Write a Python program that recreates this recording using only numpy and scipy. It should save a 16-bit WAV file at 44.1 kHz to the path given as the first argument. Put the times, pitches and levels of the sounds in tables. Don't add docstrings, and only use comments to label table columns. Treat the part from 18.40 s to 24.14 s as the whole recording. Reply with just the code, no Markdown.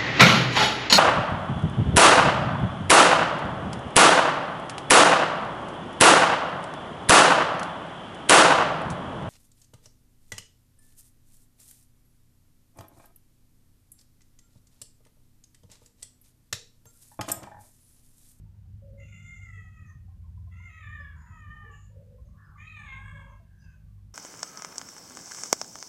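import sys
import numpy as np
from scipy import signal
from scipy.fft import rfft, irfft, next_fast_len
from scipy.io import wavfile

SR = 44100
rng = np.random.default_rng(int(sys.argv[2]) if len(sys.argv) > 2 else 0)


def to_wav(s):
    ch = np.atleast_2d(s).T
    pcm = np.round(np.clip(ch, -1, 1) * 32767)
    wavfile.write(sys.argv[1], SR, pcm.astype(np.int16))


N = 253134
T = np.arange(N) / SR


def gain_of(db):
    return 10 ** (np.asarray(db) / 20)


def unit_rms(x):
    return x / np.sqrt(np.mean(x ** 2) + 1e-20)


def spectrum_at(points, hz):
    points_hz, values = np.transpose(points)
    return np.interp(np.log(hz + 1), np.log(points_hz + 1), values)


def curves(rows, t):
    time_s, *columns = np.transpose(rows)
    return [np.interp(t, time_s, column) for column in columns]


def add(mix, start_s, sound):
    part = mix[max(0, round(start_s * SR)):][:len(sound)]
    part += sound[:len(part)]


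def noise(shape):
    size = next_fast_len(N, True)
    spectrum = rfft(rng.standard_normal(size)) * shape(np.fft.rfftfreq(size, 1 / SR))
    return unit_rms(irfft(spectrum, size)[:N])


def wander(rate_hz, size=8192):
    hz = np.fft.rfftfreq(size, T[-1] / size)
    slow = irfft(rfft(rng.standard_normal(size)) / (1 + (hz / rate_hz) ** 4), size)
    return np.interp(T, np.linspace(0, T[-1], size), unit_rms(slow))


def bell(hz, centre_hz, width_hz):
    return 1 / (1 + ((hz - centre_hz) / (0.8 * width_hz)) ** 2) ** 2


def phase_of(hz):
    return 2 * np.pi * np.cumsum(hz) / SR


def gate(start_s, length_s, fade_s):
    inside_s = np.minimum(T - start_s, start_s + length_s - T)
    return np.sin(np.pi / 2 * np.clip(inside_s / fade_s, 0, 1)) ** 2


def puffs(rows, fade_s):
    return sum(gain_of(db) * gate(start_s, length_s, fade_s) * noise(lambda f: bell(f, hz, width_hz))
               for start_s, length_s, hz, width_hz, db in rows)


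def room_air(level_db=-76):
    # frequency_hz, relative_db
    colour = [(190, -15.5), (330, 1), (413, -5.5), (787, -7.5), (939, -9), (1250, -11), (1570, -10),
              (1910, -12.5), (3870, -16), (6470, -17.5), (15400, -19.5)]
    return gain_of(level_db) * noise(lambda hz: gain_of(spectrum_at(colour, hz)))


def burner(level_db=-54.5, flicker_db=3.5, flicker_hz=14):
    # time_s, swell_db (taken around its mean)
    draught = [(0, -57), (.5, -55.5), (1.8, -57.5), (2.4, -58), (3.25, -53), (3.55, -60.5), (4.0, -55.5),
               (4.3, -58.5), (4.62, -54.5), (5.1, -57.5), (5.5, -59.5), (5.74, -57)]
    # frequency_hz, relative_db
    rumble = [(13, -29.5), (22, -15), (30, -12.5), (38, -5.5), (54, 0), (75, 1.5), (97, 0.5), (114, -6.5),
              (128, -7), (157, -5.5), (208, -15.5), (269, -27), (420, -42), (550, -34.5), (920, -120)]
    draught_db = curves(draught, T)[0]
    swell_db = draught_db - draught_db.mean() + flicker_db * wander(flicker_hz)
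    return gain_of(level_db + swell_db) * noise(lambda hz: gain_of(spectrum_at(rumble, hz)))


def engine():
    # time_s, firing_hz, level_db
    slowdown = [(0, 25.2, -87), (.22, 22.3, -58), (.37, 25, -45.5), (.47, 24.9, -58), (.65, 25.3, -52.5),
                (1.1, 23.4, -50), (1.5, 22, -51), (1.8, 21.6, -46), (2.02, 21.1, -41.5),
                (2.22, 21.7, -44.5), (2.35, 20.7, -53), (2.48, 20.4, -45.5), (2.76, 21, -45.5),
                (2.9, 15.2, -67), (3.3, 19.5, -67)]
    orders = [(3, -10.5), (4, -5.5), (5, -13.5), (8, -24), (9, -30)]
    firing_hz, level_db = curves(slowdown, T)
    phase = phase_of(firing_hz * (1 + 0.02 * wander(6.2)))
    drone = sum(gain_of(db) * np.sin(order * phase + rng.uniform(0, 2 * np.pi)) for order, db in orders)
    return gain_of(level_db) * unit_rms(drone)


def mains_hum(waver=0.36):
    # time_s, swell_db
    swell = [(0, 14), (.3, -24), (.45, -2.5), (1.05, 1), (1.3, -9), (3, -9), (3.22, 1.5), (3.6, -9.5),
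             (4.2, -4.5), (4.35, -3), (4.62, 8), (5.1, -5.5), (5.74, -3.5)]
    # frequency_hz, base_db, share of the swell
    partials = [(50.75, -54, 0.48), (99.96, -51.5, 0.45), (152, -61.5, 0.7), (199.5, -69.5, 0.2),
                (353, -86, 1)]
    swell_db = curves(swell, T)[0]
    out = np.zeros(N)
    for hz, base_db, share in partials:
        tone = (1 + waver * wander(3.7)) * np.sin(2 * np.pi * hz * T + .5 * wander(14.4))
        out += gain_of(base_db + share * swell_db) * unit_rms(tone)
    return out


def kitchen(dry, wet_db=-1):
    # frequency_hz, t60_s
    decay = [(300, 0.22), (1500, 0.41), (3000, 0.47), (8000, 0.3)]
    taps = np.zeros(SR)
    slots = np.arange(140, SR - 20, 20)
    taps[slots + rng.integers(0, 20, len(slots))] = rng.choice([-1., 1.], len(slots))
    hz, t, bands = signal.stft(taps, SR, nperseg=256)
    tail = signal.istft(bands * gain_of(-60 * t / spectrum_at(decay, hz)[:, None]), SR, nperseg=256)[1]
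    reverb = signal.fftconvolve(dry, tail / np.linalg.norm(tail))[:N]
    wet = gain_of(wet_db)
    return (dry + wet * reverb) / np.sqrt(1 + wet ** 2)


def thin_tones(pitch_hz=5053, waver_hz=25, fade_s=0.026):
    # start_s, length_s, level_db
    cues = [(1.035, 0.079, -84), (2.59, 0.052, -73), (2.797, 0.048, -78), (4.032, 0.055, -79)]
    envelope = sum(gain_of(db) * gate(start_s, length_s, fade_s) for start_s, length_s, db in cues)
    return envelope * unit_rms(np.sin(phase_of(pitch_hz + waver_hz * wander(59))))


def hisses():
    # start_s, length_s, centre_hz, width_hz, level_db
    cues = [(.7, 0.3, 7100, 262, -71.5), (1.46, 0.054, 6300, 658, -73), (2.16, 0.24, 6330, 220, -78),
            (2.22, 0.38, 7070, 220, -79), (2.76, 0.25, 6910, 350, -75.5), (3.31, 0.16, 6980, 687, -70.5),
            (3.85, 0.038, 6510, 450, -81.5), (4.17, 0.086, 6730, 460, -76.5), (4.39, 0.2, 6620, 300, -74),
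            (4.89, 0.04, 6360, 450, -78), (5.185, 0.061, 6000, 220, -77.5), (5.2, 0.059, 4920, 330, -74),
            (5.21, 0.14, 6430, 450, -84)]
    return puffs(cues, fade_s=0.0065)


def pops(trim_db=-2, rise_s=0.0048, faint_per_s=5, faint_db=-68, spread_db=3, low_hz=560, high_hz=1170):
    # start_s, level_db (before the trim), pitch_hz
    cues = [(1.172, -58.5, 427), (1.507, -61.5, 1075), (1.555, -33.5, 110.5), (1.68, -61.5, 775),
            (1.69, -67, 1084), (1.84, -62.5, 1060), (1.973, -60, 997), (2.07, -62, 1043),
            (2.198, -56, 1003), (2.277, -66, 699), (2.598, -54, 566), (3.783, -63.5, 1053),
            (3.885, -62, 1107), (4.156, -46.5, 1169), (4.998, -56.5, 654), (5.143, -79, 674)]
    faint = [(when * N / SR, faint_db + spread_db * (2 * size - 1), low_hz + (high_hz - low_hz) * note)
             for when, size, note in rng.random((round(faint_per_s * N / SR), 3))]
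    out, t = np.zeros(N), np.arange(SR // 8) / SR
    envelope = t / rise_s * np.exp(1 - t / rise_s)
    for start_s, db, hz in cues + faint:
        add(out, start_s, gain_of(db + trim_db) * envelope * np.sin(2 * np.pi * hz * t))
    return out


def coos(flutter=0.31, fade_s=0.0049):
    # start_s, length_s, pitch_hz, waver_width_hz, level_db
    cues = [(0.419, 0.22, 550, 37.4, -58), (2.755, 0.21, 971, 91.3, -64.5), (3.133, 0.23, 853, 70, -69),
            (3.235, 0.08, 473, 72.3, -60.5), (3.494, 0.31, 528.3, 59.83, -66),
            (3.556, 0.071, 544.4, 69.3, -58), (3.705, 0.085, 522, 39.36, -62.5),
            (3.841, 0.037, 586, 68, -68), (4.026, 0.21, 842, 59.2, -76), (4.366, 0.09, 860, 94.5, -63.5),
            (4.473, 0.19, 891, 119.6, -64), (4.719, 0.22, 573, 70.9, -66), (4.758, 0.2, 967, 109.4, -63.5)]
    out = np.zeros(N)
    for start_s, length_s, hz, width_hz, db in cues:
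        tone = np.sin(phase_of(hz + .5 * width_hz * wander(65))) * (1 + flutter * wander(92))
        out += gain_of(db) * gate(start_s, length_s, fade_s) * unit_rms(tone)
    return out


def rasps():
    # start_s, length_s, centre_hz, width_hz, level_db
    cues = [(0.643, 0.17, 2360, 420, -67.5), (2.302, 0.22, 2200, 444, -63), (2.689, 0.24, 1570, 587, -62.5),
            (3.29, 0.096, 2860, 320, -65.5), (3.955, 0.27, 1424, 291.7, -65.5),
            (3.957, 0.14, 1706, 160.2, -63), (3.915, 0.35, 1118, 115, -66), (4.153, 0.14, 2065, 208, -58),
            (4.36, 0.26, 2420, 600, -62.5), (4.42, 0.16, 3490, 890, -69), (5.044, 0.33, 1628, 190, -73)]
    return puffs(cues, fade_s=0.047)


def hoarseness(t, middle, at_start=0.27, settle_s=0.16, at_end=0.49, give_out_s=0.1):
    starting = (at_start - middle) * np.exp(-((t - t[0]) / settle_s) ** 4)
    ending = (at_end - middle) * np.exp(-((t[-1] - t) / give_out_s) ** 2)
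    return np.clip(middle + starting + ending, 0, 1)


def vocal_folds(on, pitch_hz, rough, jitter=0.003, hoarse_jitter=0.028, shimmer=0.5, creak_hz=2710):
    # start_s, length_s, relative_db
    creaks = [(0.6, 0.16, -12), (2.29, 0.53, -15.5), (4.38, 0.23, -7)]
    unsteady = .0045 * wander(28)[on] + (jitter + hoarse_jitter * rough) * wander(120)[on]
    phase = phase_of(pitch_hz * (1 + unsteady))
    multiples = np.arange(1, 16.5, .5)[:, None]
    partial_hz = multiples * pitch_hz
    creak = sum(gain_of(db) * gate(s, length_s, fade_s=0.15)[on] for s, length_s, db in creaks)
    creak_tilt = np.minimum(partial_hz / creak_hz, 1) ** 2
    strength = np.where(multiples % 1, creak * creak_tilt, 1)
    partials = np.cos(multiples * phase) * (1 + shimmer * wander(91)[on])
    return partials, partial_hz, strength


def breathy(tone, on, centre_hz, width_hz, rough, airy_hz=2180, rasp_hz=13100, most_air=.36):
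    air = np.sqrt(2) * noise(lambda hz: bell(hz, 0, 0.79 * width_hz))[on] * np.cos(phase_of(centre_hz))
    share = np.clip(rough * centre_hz / airy_hz + (centre_hz / rasp_hz) ** 2, 0, most_air)
    return np.sqrt(1 - share ** 2) * tone + share * air


def tract_gains(age_s, pitch_hz, effort_db, usual_db, closing_from_s=0.53, closing_db_per_s=9):
    effort_shares = [0.4, 0.27, 0.91]
    pitch_slopes = [-0.0263, 0.127, 0.064]
    attacks = [0.084, 0.0067, 0.28]
    lift_hz = pitch_hz - pitch_hz.mean()
    throat, top, rim = [
        gain_of(db + share * effort_db + slope * lift_hz) * np.minimum(age_s / attack_s, 1)
        for db, share, slope, attack_s in zip(usual_db, effort_shares, pitch_slopes, attacks)]
    closing = gain_of(-closing_db_per_s * np.maximum(age_s - closing_from_s, 0))
    return throat, closing * top, closing * rim


def meow(cry, upper, voice, throat_hz=1257, palate_above_mouth_hz=580, top_hz=6760,
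         rim_sag_hz_per_s=770, upper_edge_hz=450, usual_mouth_db=-46.5, leak_db=-26, waver_db=0.36):
    widths = [280, 347, 446, 895, 510]
    start_s, end_s = cry[0][0], cry[-1][0]
    on = (T >= start_s) & (T < end_s)
    age_s = T[on] - start_s
    hoarse, upper_width_hz, rim_start_hz, *usual_db = voice
    pitch_hz, mouth_db, palate_db = curves(cry, T[on])
    upper_hz, upper_db = curves(upper, T[on])
    rough = hoarseness(T[on], hoarse)
    partials, partial_hz, strength = vocal_folds(on, pitch_hz, rough)
    throat, top, rim = tract_gains(age_s, pitch_hz, mouth_db - usual_mouth_db, usual_db)
    mouth_hz = 3 * pitch_hz
    palate_hz = mouth_hz + palate_above_mouth_hz
    rim_hz = rim_start_hz - rim_sag_hz_per_s * age_s
    centres = np.broadcast_arrays(throat_hz, mouth_hz, palate_hz, top_hz, rim_hz, upper_hz)
    gains = [throat, gain_of(mouth_db), gain_of(palate_db), top, rim, gain_of(upper_db)]
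    widths_below, widths_above = [*widths, upper_width_hz], [*widths, upper_edge_hz]
    out = np.zeros(N)
    out[on] = gain_of(leak_db) * throat * partials[0]
    for hz, below, above, gain in zip(centres, widths_below, widths_above, gains):
        weights = strength * bell(partial_hz, hz, np.where(partial_hz < hz, below, above))
        tone = np.sqrt(2) * (weights * partials).sum(0) / np.linalg.norm(weights, axis=0)
        resonance = breathy(tone, on, hz, above, rough)
        out[on] += gain * gain_of(-waver_db * wander(12)[on]) * resonance
    return out * gate(start_s, end_s - start_s, fade_s=0.045)


def cat():
    # time_s, pitch_hz, mouth_db, palate_db
    first = [(.57, 694, -52, -91), (.615, 692.3, -57, -62), (.665, 700, -79, -66), (.7, 722.4, -63.5, -74),
             (.76, 687, -55.5, -60), (.81, 699.6, -57.5, -68), (.885, 700.5, -56, -71),
             (.915, 703, -51.5, -76), (.96, 694.7, -55.5, -72), (1.02, 705.3, -52, -70),
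             (1.08, 670, -54.5, -87), (1.15, 658, -52, -70), (1.19, 645, -54.5, -67.5),
             (1.27, 646.3, -69.5, -78), (1.35, 644, -66, -70), (1.43, 633, -63.5, -68.5),
             (1.5, 614.3, -62.5, -86), (1.54, 603, -66, -95)]
    second = [(2.095, 687, -67, -76), (2.132, 665.8, -55.5, -71), (2.17, 678.5, -65, -67),
              (2.201, 703, -55.5, -73), (2.265, 705, -53.5, -72), (2.3, 639, -61, -61.5),
              (2.346, 643.2, -57, -65.5), (2.398, 636.7, -56, -63), (2.445, 584.2, -53, -66.5),
              (2.5, 599.8, -48.5, -60.5), (2.547, 614, -47.5, -70), (2.572, 584.4, -52.5, -79),
              (2.606, 585, -43.5, -66), (2.641, 567, -53.5, -66), (2.7, 560.8, -56, -76),
              (2.77, 542, -77, -82)]
    third = [(2.84, 687, -60, -76), (2.899, 643, -69, -80), (2.945, 640, -61.5, -68),
             (2.985, 619, -61, -83), (3.029, 606, -59.5, -69), (3.069, 589, -57, -78),
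             (3.123, 611, -55.5, -77), (3.191, 608.8, -61, -80), (3.246, 591.5, -50, -84),
             (3.282, 578.7, -54, -72), (3.35, 582, -61, -84), (3.409, 583, -82, -87)]
    fourth = [(4.164, 570, -61, -73), (4.205, 603, -59, -55.5), (4.245, 629.8, -71, -55.5),
              (4.308, 633.2, -63, -50), (4.36, 615.4, -62, -51), (4.398, 585, -54.5, -56),
              (4.456, 569.6, -53.5, -59), (4.491, 532.4, -67, -46), (4.548, 528.2, -55.5, -49.5),
              (4.589, 544, -56.5, -67), (4.634, 542, -56, -57), (4.666, 556, -52.5, -62.5),
              (4.791, 547, -56, -64), (4.887, 542, -68.5, -70.5), (4.97, 538, -77, -80)]
    mew = [(5.191, 551, -61, -92), (5.24, 544.5, -68.5, -96), (5.281, 514, -70.5, -99),
           (5.34, 502.7, -74, -95), (5.39, 504, -82, -95)]
    # time_s, centre_hz, level_db
    uppers = [
        [(.57, 3450, -91), (.78, 3440, -79), (.88, 3570, -75), (1.11, 3400, -94), (1.15, 3330, -79),
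         (1.33, 3230, -83), (1.4, 3200, -107)],
        [(2.1, 3450, -77), (2.27, 3450, -86), (2.31, 3710, -75), (2.48, 3500, -68.5), (2.64, 3310, -72),
         (2.77, 3300, -82)],
        [(2.9, 3200, -93), (2.96, 3180, -79), (3.1, 3050, -72.5), (3.28, 2970, -73.5), (3.39, 2900, -82)],
        [(4.17, 3350, -78), (4.24, 3400, -69), (4.28, 4030, -67), (4.42, 3750, -66), (4.5, 3540, -63),
         (4.62, 3400, -70), (4.78, 3350, -67), (4.95, 3220, -82.5)],
        [(5.2, 2720, -87), (5.26, 2700, -74.5), (5.38, 2570, -85)],
    ]
    # hoarseness (0-1), upper_width_hz (below its centre), rim_start_hz,
    # then throat_db, top_db, rim_db at usual effort
    voices = [(0.04, 460, 8100, -65, -72, -77), (0.17, 1500, 8900, -60, -86, -88),
              (0.045, 390, 2700, -56.5, -85.5, -98), (0.23, 2400, 8500, -55, -79, -70.5),
              (0.22, 300, 6000, -75.5, -84, -74)]
    return sum(meow(*call) for call in zip([first, second, third, fourth, mew], uppers, voices))


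def scene():
    bed = room_air() + burner() + engine() + mains_hum()
    voice = cat() + rasps()
    small_sounds = coos() + hisses() + pops() + thin_tones()
    return (bed + kitchen(voice + small_sounds))[None]


def record(dry, cutoff_hz=15520):
    low_pass = signal.firwin(801, cutoff_hz, window=("kaiser", 9), fs=SR)
    return signal.oaconvolve(dry, low_pass[None], "same")


dry = scene()
out = record(dry)
to_wav(out)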